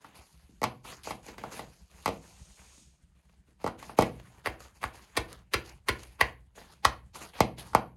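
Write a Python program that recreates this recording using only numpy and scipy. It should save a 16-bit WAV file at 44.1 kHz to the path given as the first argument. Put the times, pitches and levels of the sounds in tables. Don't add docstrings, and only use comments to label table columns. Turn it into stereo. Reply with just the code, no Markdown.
import sys
import numpy as np
from scipy import signal
from scipy.fft import rfft, irfft, next_fast_len
from scipy.io import wavfile

SR = 44100
rng = np.random.default_rng(int(sys.argv[2]) if len(sys.argv) > 2 else 0)


def store_pcm(level_fs):
    pcm = np.round(np.clip(level_fs, -1, 1) * 32767).astype(np.int16)
    wavfile.write(sys.argv[1], SR, np.atleast_2d(pcm).T)


N = 351036
TIME = np.arange(N) / SR
EAR_GAP_S = 0.00078
SLAP_HZ = 2260

# pitch_hz, level_db, fade_s (time to fall by 60 dB)
ROOM_ECHO = [(59.7, -2.5, 0.84), (116, -12, 0.87), (167, 2, 0.47), (245, -1.5, 0.45), (480, -3.5, 0.29),
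             (970, 1.5, 0.25), (2200, 3.5, 0.26), (4430, -3, 0.22), (8100, 4, 0.14), (13300, -26.5, 0.6)]
# knock_db, pitch_hz, slap_db, slap_hz, tick_db, thump_db
TOE_TAPS = [(4.46, 0.012, 1.5, -8, 11, 650, 5, 1674, -12, 15),
            (4.8303, 0.0095, -7, -17.5, 9.5, 944, 2, 1500, -12.5, 15),
            (5.1682, 0.006, -7.5, -5, 14.5, 600, 12, 2350, -2, 20.5),
            (5.5369, .0052, -2, -5.5, 12, 500, 13, 2010, -4.5, 21),
            (5.886, .005, -1.5, -7.5, 11.5, 475, 11, 2070, -4, 21.5),
            (6.2077, 0.0044, -15.5, -8, 16.5, 735, 17.5, 1800, -0.5, 21.5),
            (6.8483, .0036, -11, -10, 20, 1050, 16, 2350, 0.5, 23)]


def from_db(db):
    return 10 ** (np.asarray(db) / 20)


def rms_one(x):
    return x / np.sqrt(np.mean(x ** 2) + 1e-20)


def at_hz(table, hz, column=1):
    table = np.array(table)
    return np.interp(np.log(hz + 1), np.log(table[:, 0]), table[:, column])


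def pan(left_db):
    return from_db(np.array([[.5], [-.5]]) * left_db)


def drift(turns_per_s):
    points = rng.standard_normal(int(N / SR * turns_per_s) + 2)
    return rms_one(np.interp(TIME * turns_per_s, np.arange(len(points)), points))


def later(x, delay_s):
    samples = np.arange(len(x))
    return np.interp(samples - delay_s * SR, samples, x, left=0)


def resonance(x, hz, q):
    b, a = signal.iirpeak(min(hz, .4 * SR), max(q, hz / SR * 2.5), fs=SR)
    return signal.lfilter(b, a, signal.lfilter(b, a, x + 1e-18))


def diffuse_noise(size):
    mid, side = rfft(rng.standard_normal((2, size)))
    alike = .9 * np.sinc(2 * EAR_GAP_S * np.fft.rfftfreq(size, 1 / SR))
    return irfft(np.sqrt(1 + alike) * mid + np.sqrt(1 - alike) * side * [[1], [-1]], size)


def coloured(noise, tone):
    size = next_fast_len(N)
    gains = from_db(at_hz(tone, np.fft.rfftfreq(size, 1 / SR)))
    return rms_one(irfft(rfft(noise, size) * gains, size)[:, :N])


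def room_air():
    # pitch_hz, level_db
    air_tone = [(15, -50.5), (25, -11.5), (48, 0.5), (70, 8), (87, -11.5), (195, -2.5), (217, -18),
                (624, -31), (911, -37.5), (1130, -37), (1560, -29), (4870, -38.5), (5430, -40),
                (8830, -32.5), (12000, -45), (16000, -67)]
    return from_db(-62.5 + 4.9 * drift(32)) * coloured(diffuse_noise(N), air_tone)


def standing_waves(age):
    # pitch_hz, level_db
    wall_notes = [(61, -58), (121, -59), (161, -54), (194, -56), (290, -67.5), (309, -60.5), (331, -64.5),
                  (466, -52.5), (519, -52), (689, -67), (773, -54), (985, -59.5), (1098, -59.5),
                  (1344, -61), (1682, -62), (2129, -61.5), (2415, -54)]
    ringing = 0
    for pitch_hz, level_db in wall_notes:
        phase = np.pi * pitch_hz * EAR_GAP_S * rng.uniform(0.24, 1) * np.array([[1], [-1]])
        fade_db = 60 * age / at_hz(ROOM_ECHO, pitch_hz, column=2)
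        ringing = ringing + from_db(level_db - fade_db) * np.cos(2 * np.pi * pitch_hz * age + phase)
    return ringing


def room_echo(x, early_db, early_s, late_db):
    age = np.arange(SR) / SR
    hz = np.fft.rfftfreq(SR, 1 / SR)
    noise = rfft(diffuse_noise(SR))
    edges_hz = np.geomspace(40, 18000, 19)
    tail = 0
    for low, high in zip(edges_hz, edges_hz[1:]):
        centre_hz = np.sqrt(low * high)
        band = irfft(noise * ((hz >= low) & (hz < high)), SR)
        early = from_db(early_db) * np.exp(-age / early_s)
        late = from_db(late_db - 60 * age / at_hz(ROOM_ECHO, centre_hz, column=2))
        fade = np.hypot(early, late)
        strength = from_db(at_hz(ROOM_ECHO, centre_hz)) * band.std() * np.sqrt(np.mean(fade ** 2))
        tail = tail + strength * rms_one(band * fade)
    fade_in = np.clip(age / 0.0008 - .4, 0, 1)
    echo = (tail + standing_waves(age)) * fade_in
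    return signal.fftconvolve(x[None], echo, axes=1)[:, :N]


def friction(tone, snaps_per_s, snap_gain, flutter_db):
    grip = from_db(flutter_db * drift(110))
    sizes = from_db(4 * np.minimum(rng.exponential(1, N), 3.5)) * rng.choice([-1, 1], N)
    snaps = (rng.random(N) < grip * snaps_per_s / SR) * sizes
    return coloured((diffuse_noise(N) + snap_gain * rms_one(snaps)) * grip, tone)


def stroke(start_s, length_s, level_db, swell_db, release_s, attack_s=0.014):
    gain = np.zeros(N)
    span = (TIME >= start_s - 2 * attack_s) & (TIME < start_s + length_s + 10 * release_s)
    age = TIME[span] - start_s
    ease_in = 1 / (1 + np.exp(3 * (1 - age / attack_s)))
    held = from_db(level_db + swell_db * np.clip(age / length_s, 0, 1))
    gain[span] = ease_in * held * np.exp(-np.maximum(age - length_s, 0) / release_s)
    return gain


def sole_slide():
    # pitch_hz, level_db
    glaze_tone = [(1470, -35), (2500, -9.5), (5450, -6), (6780, 0), (7640, -9), (8300, -3), (11900, -20.5),
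                  (12700, -21), (13000, -53), (15000, -37.5)]
    gain = stroke(start_s=2.07, length_s=0.74, level_db=-62, swell_db=4, release_s=0.086, attack_s=0.11)
    return gain * friction(glaze_tone, snaps_per_s=6600, snap_gain=0.28, flutter_db=-0.5)


def rubbing_strength():
    # start_s, length_s, scuff_db, hiss_db, swell_db
    rubs = [(0.0, 0.17, -54, -62.5, -10.5), (0.136, 0.029, -49, -54, -2), (0.195, 1, -64.5, -61.5, -33),
            (0.832, 0.087, -48.5, -52, 3.5), (1.03, 0.063, -45, -43, -4), (1.214, 0.075, -59, -64, 10),
            (1.363, 0.14, -50.5, -61, -2), (1.495, 0.091, -48, -50, 1.5), (1.667, 0.28, -65, -64.5, -10),
            (1.887, 0.27, -62, -64.5, 3), (2.203, 0.43, -59.5, -62.5, -12), (2.559, 0.23, -58, -63, -9),
            (2.81, 0.39, -76.5, -82.5, -5), (3.132, 0.21, -74, -79, 0), (3.454, 0.059, -69, -75, -4.5),
            (3.586, 0.1, -59, -65.5, 2), (3.773, 0.14, -50, -55, -6.5), (3.966, 0.0079, -36, -41, 2),
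            (4.09, .3, -61.5, -68.5, 0), (4.586, 0.069, -50, -53, -5), (4.737, 0.025, -58.5, -58, -5),
            (4.921, 0.21, -52.5, -56.5, -12), (5.269, 0.061, -52, -58.5, 0.5),
            (5.627, 0.07, -55, -59.5, 0.5), (5.972, 0.19, -52.5, -56, -15),
            (6.543, 0.084, -52.5, -57.5, -2), (6.618, 0.11, -57, -61, -2.5),
            (7.129, 0.034, -51, -52.5, 5.5), (7.193, 0.029, -49, -52, 6), (7.319, 0.064, -56, -63.5, 10.5),
            (7.566, 0.029, -49, -52, 4), (7.637, 0.048, -52, -57.5, -1)]
    # start_s, scuff_db, hiss_db
    rasps = [(1.034, -73, -47), (1.264, -57, -53), (1.382, -42, -56), (2.777, -68, -69), (3.295, -60, -87),
             (3.614, -52, -67), (4.198, -42.5, -55), (4.604, -44, -48), (4.954, -49, -65),
             (5.329, -62, -44), (5.692, -66, -46.5), (6.032, -64, -48), (7.582, -44, -50)]
    flex_s, rasp_decay_s = .028, 0.0027
    flexes = [(tap_s - flex_s, flex_s, -48.5, -59.5, 9) for tap_s, *_ in TOE_TAPS]
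    gains = from_db([[-80], [-87.5]]) * np.ones(N)
    for start_s, length_s, scuff_db, hiss_db, swell_db in rubs + flexes:
        gains[0] = np.maximum(gains[0], stroke(start_s, length_s, scuff_db, swell_db, release_s=0.046))
        gains[1] = np.maximum(gains[1], stroke(start_s, length_s, hiss_db, swell_db, release_s=0.039))
    gains *= from_db(0.8 * drift(49))
    for start_s, scuff_db, hiss_db in rasps:
        start = int(start_s * SR)
        fade = np.exp(-TIME[:min(SR // 4, N - start)] / rasp_decay_s)
        gains[:, start:start + len(fade)] += from_db([[scuff_db], [hiss_db]]) * fade
    return gains


def shoe_rubbing():
    # pitch_hz, level_db
    scuff_tone = [(100, -7.5), (180, -6), (280, -7), (400, -6), (550, -5.5), (950, -3), (1400, -9),
                  (2300, -10), (3500, -16.5), (6000, -34.5)]
    # pitch_hz, level_db
    fabric_tone = [(1200, -19.5), (2500, -2), (3400, -5.5), (4700, -1), (5600, -7), (6700, -1), (7900, -11),
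                   (9500, -5.5), (11800, -5), (13200, -35.5), (16000, -33)]
    scuff_gain, hiss_gain = rubbing_strength()
    scuff = from_db(0.5) * friction(scuff_tone, snaps_per_s=400, snap_gain=.65, flutter_db=1.5)
    hiss = from_db(1.0) * friction(fabric_tone, snaps_per_s=670, snap_gain=.8, flutter_db=0.5)
    return scuff_gain * scuff * pan(left_db=1.5) + hiss_gain * hiss * pan(left_db=-1.5)


def moving_contact(x):
    for hz in np.geomspace(600, 10000, 9):
        x = x + .3 * drift(30) * resonance(x, hz, q=1.6)
    return x


def touch_of(start_s, knock_db, pitch_hz, hardness_db, thump_db, room_db, extra_tick_db=0):
    slap_db = knock_db + hardness_db - 4
    tick_db = knock_db + hardness_db - 18 + extra_tick_db
    return start_s, knock_db, pitch_hz, slap_db, SLAP_HZ, tick_db, thump_db, room_db


def bumps():
    # start_s, knock_db, pitch_hz, hardness_db, thump_db
    light_bumps = [(0.0452, -12, 1000, -6, -10.5), (0.491, -28.5, 380, -16, -9.5),
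                   (0.8515, -12, 900, -11, -20), (1.0723, 4.5, 630, -12, -4.5), (1.1074, 4, 820, -1, 4),
                   (1.2845, -5.5, 470, -2, -3.5), (1.3814, -10.5, 690, 3.5, -1), (1.4375, 4, 734, -13, 0),
                   (1.519, -13, 988, -5, -21), (1.5929, 2.5, 695, -4.5, -1), (2.777, -32, 337, -2, -13),
                   (3.483, -28.5, 400, -23, -19.5), (3.827, -6.5, 826, -1, -12.5),
                   (3.8945, -3, 760, -13, -3), (6.5772, -9.5, 574, -19, -8), (7.1556, -8.5, 913, -6, -16)]
    for bump in light_bumps:
        yield touch_of(*bump, room_db=-1)


def steps():
    # start_s, roll_s, heel_db, ball_db, toe_db, heel_hz, toe_hz, heel_hard_db, toe_hard_db
    rolls = [(0.617, .0228, 9.5, 11.5, 15, 580, 876, -8.5, 0),
             (2.0592, 0.03, 13, 13, 10.5, 950, 552, 1, -9), (3.6425, .0335, 14, 10.5, 7, 546, 930, -14, -6),
             (3.9881, .0348, 27, 12.5, 12.5, 611, 740, -12, -0.5)]
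    ball_at, ball_tick_db = .64, -5.5
    for start_s, roll_s, heel_db, ball_db, toe_db, heel_hz, toe_hz, heel_hard_db, toe_hard_db in rolls:
        for along, db, tick_db in (0, heel_db, 0), (ball_at, ball_db, ball_tick_db), (1, toe_db, 0):
            pitch_hz = heel_hz + along * (toe_hz - heel_hz)
            hardness_db = heel_hard_db + along * (toe_hard_db - heel_hard_db)
            yield touch_of(start_s + along * roll_s, db, pitch_hz, hardness_db,
                           thump_db=db - 2, room_db=-5, extra_tick_db=tick_db)


def taps():
    middle_at, room_db = .56, -6
    for start_s, roll_s, first_db, middle_db, *last_touch in TOE_TAPS:
        knock_db, pitch_hz, slap_db, slap_hz, tick_db, thump_db = last_touch
        for after_s, db in (0, first_db), (middle_at * roll_s, middle_db):
            yield (start_s + after_s, knock_db + db - 5, pitch_hz, slap_db + db, slap_hz,
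                   tick_db + db, thump_db + db - 25, room_db)
        yield start_s + roll_s, *last_touch, room_db


def stamps():
    # start_s, knock_db, pitch_hz, slap_db, tick_db, thump_db
    heel_stamps = [(7.4055, 25.5, 725, 18, 2.5, 26), (7.7495, 26.5, 838, 14.5, 1.5, 21.5)]
    graze, hit = (0.017, -34.5, 6), (0, 0, -8)   # lead_s, db, room_db
    for start_s, knock_db, pitch_hz, slap_db, tick_db, thump_db in heel_stamps:
        for lead_s, db, room_db in graze, hit:
            yield (start_s - lead_s, knock_db + db, pitch_hz, slap_db + db, SLAP_HZ,
                   tick_db + db, thump_db + db, room_db)


def housing_tone(x):
    # pitch_hz, width_hz, level_db
    peaks_and_dips = [(341, 63, 7), (390, 53, -1), (490, 43, 4), (940, 240, 3.5), (1450, 130, 6.5),
                      (2190, 480, 3), (3070, 1500, -6), (4880, 340, 3), (5390, 220, -9.5), (7330, 1100, -4),
                      (11420, 5800, 9.5), (13840, 4200, -23.5)]
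    for pitch_hz, width_hz, level_db in peaks_and_dips:
        angle, gain = 2 * np.pi * pitch_hz / SR, from_db(level_db / 2)
        damping = np.sin(angle) * width_hz / pitch_hz / 2
        b = [1 + damping * gain, -2 * np.cos(angle), 1 - damping * gain]
        a = [1 + damping / gain, -2 * np.cos(angle), 1 - damping / gain]
        x = signal.lfilter(b, a, x)
    return x


def footfalls(touches):
    # time_s, heel_share (1 = heel, on the left; 0 = toe, straight ahead)
    landing_spot = [(0, 1), (4.15, 1), (4.4, .15), (7.0, .15), (7.3, 1), (8, 1)]
    heel_lag_s, puff_lag_s = .00016, .003
    direct, to_room = np.zeros((2, N + SR)), np.zeros(N + SR)
    click = signal.unit_impulse(4096)
    age = np.arange(len(click)) / SR
    for start_s, knock_db, pitch_hz, slap_db, slap_hz, tick_db, thump_db, room_db in touches:
        heel = np.interp(start_s, *np.transpose(landing_spot))
        crackle = rng.standard_normal((2, len(age))) * np.exp(-age / .0035)
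        tread = .8 * click + (.1 - .06 * heel) * crackle
        tick = resonance(tread, hz=9680, q=0.72)
        slap = resonance(tread, slap_hz, q=0.58) + from_db(-0.5) * resonance(tread, hz=1070, q=4.5)
        knock = resonance(click, pitch_hz, q=0.88 + 0.19 * heel)
        thump = -resonance(click, hz=84 + 45 * heel, q=.95 - 0.21 * heel)
        thump = np.array([later(thump, puff_lag_s * (1 - heel)), thump])
        touch = (from_db(knock_db) * knock * pan(left_db=3 + 2.5 * heel)
                 + from_db(slap_db) * slap * pan(left_db=0.5)
                 + from_db(tick_db) * tick * pan(left_db=-3.0)
                 + from_db(thump_db) * thump * pan(left_db=7.0))
        start = int(max(start_s - .0004, 0) * SR)
        to_room[start:start + len(age)] += from_db(room_db) * touch.mean(axis=0)
        touch[1] = np.roll(touch[1], round(heel * heel_lag_s * SR))
        direct[:, start:start + len(age)] += touch
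    return direct[:, :N], to_room[:N]


def scene():
    direct, to_room = footfalls([*steps(), *bumps(), *taps(), *stamps()])
    echo = room_echo(to_room, early_db=-20.0, early_s=0.0062, late_db=-30.5)
    rubbing = shoe_rubbing()
    return sole_slide() + room_air() + moving_contact(rubbing) + housing_tone(direct + echo)


def record(dry):
    lag_at_1khz_s, longest_lag_s = .0011, .026
    bass_cut_hz, treble_cut_hz = 36, 16300
    size = next_fast_len(N + SR)
    hz = np.fft.rfftfreq(size, 1 / SR)
    lag_s = np.minimum(lag_at_1khz_s * 1000 / (hz + 1), longest_lag_s)
    delay = np.exp(-2j * np.pi * np.cumsum(lag_s) * SR / size)
    bass_cut = hz ** 2 / np.hypot(hz ** 2, bass_cut_hz ** 2)
    chirped = irfft(rfft(dry, size) * bass_cut * delay, size)[:, :N]
    rounded = 1.5 * np.tanh(chirped / 1.5)
    treble_cut = signal.ellip(10, .1, 80, treble_cut_hz, fs=SR, output="sos")
    return signal.sosfilt(treble_cut, rounded)


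dry = scene()
out = record(dry)
store_pcm(out)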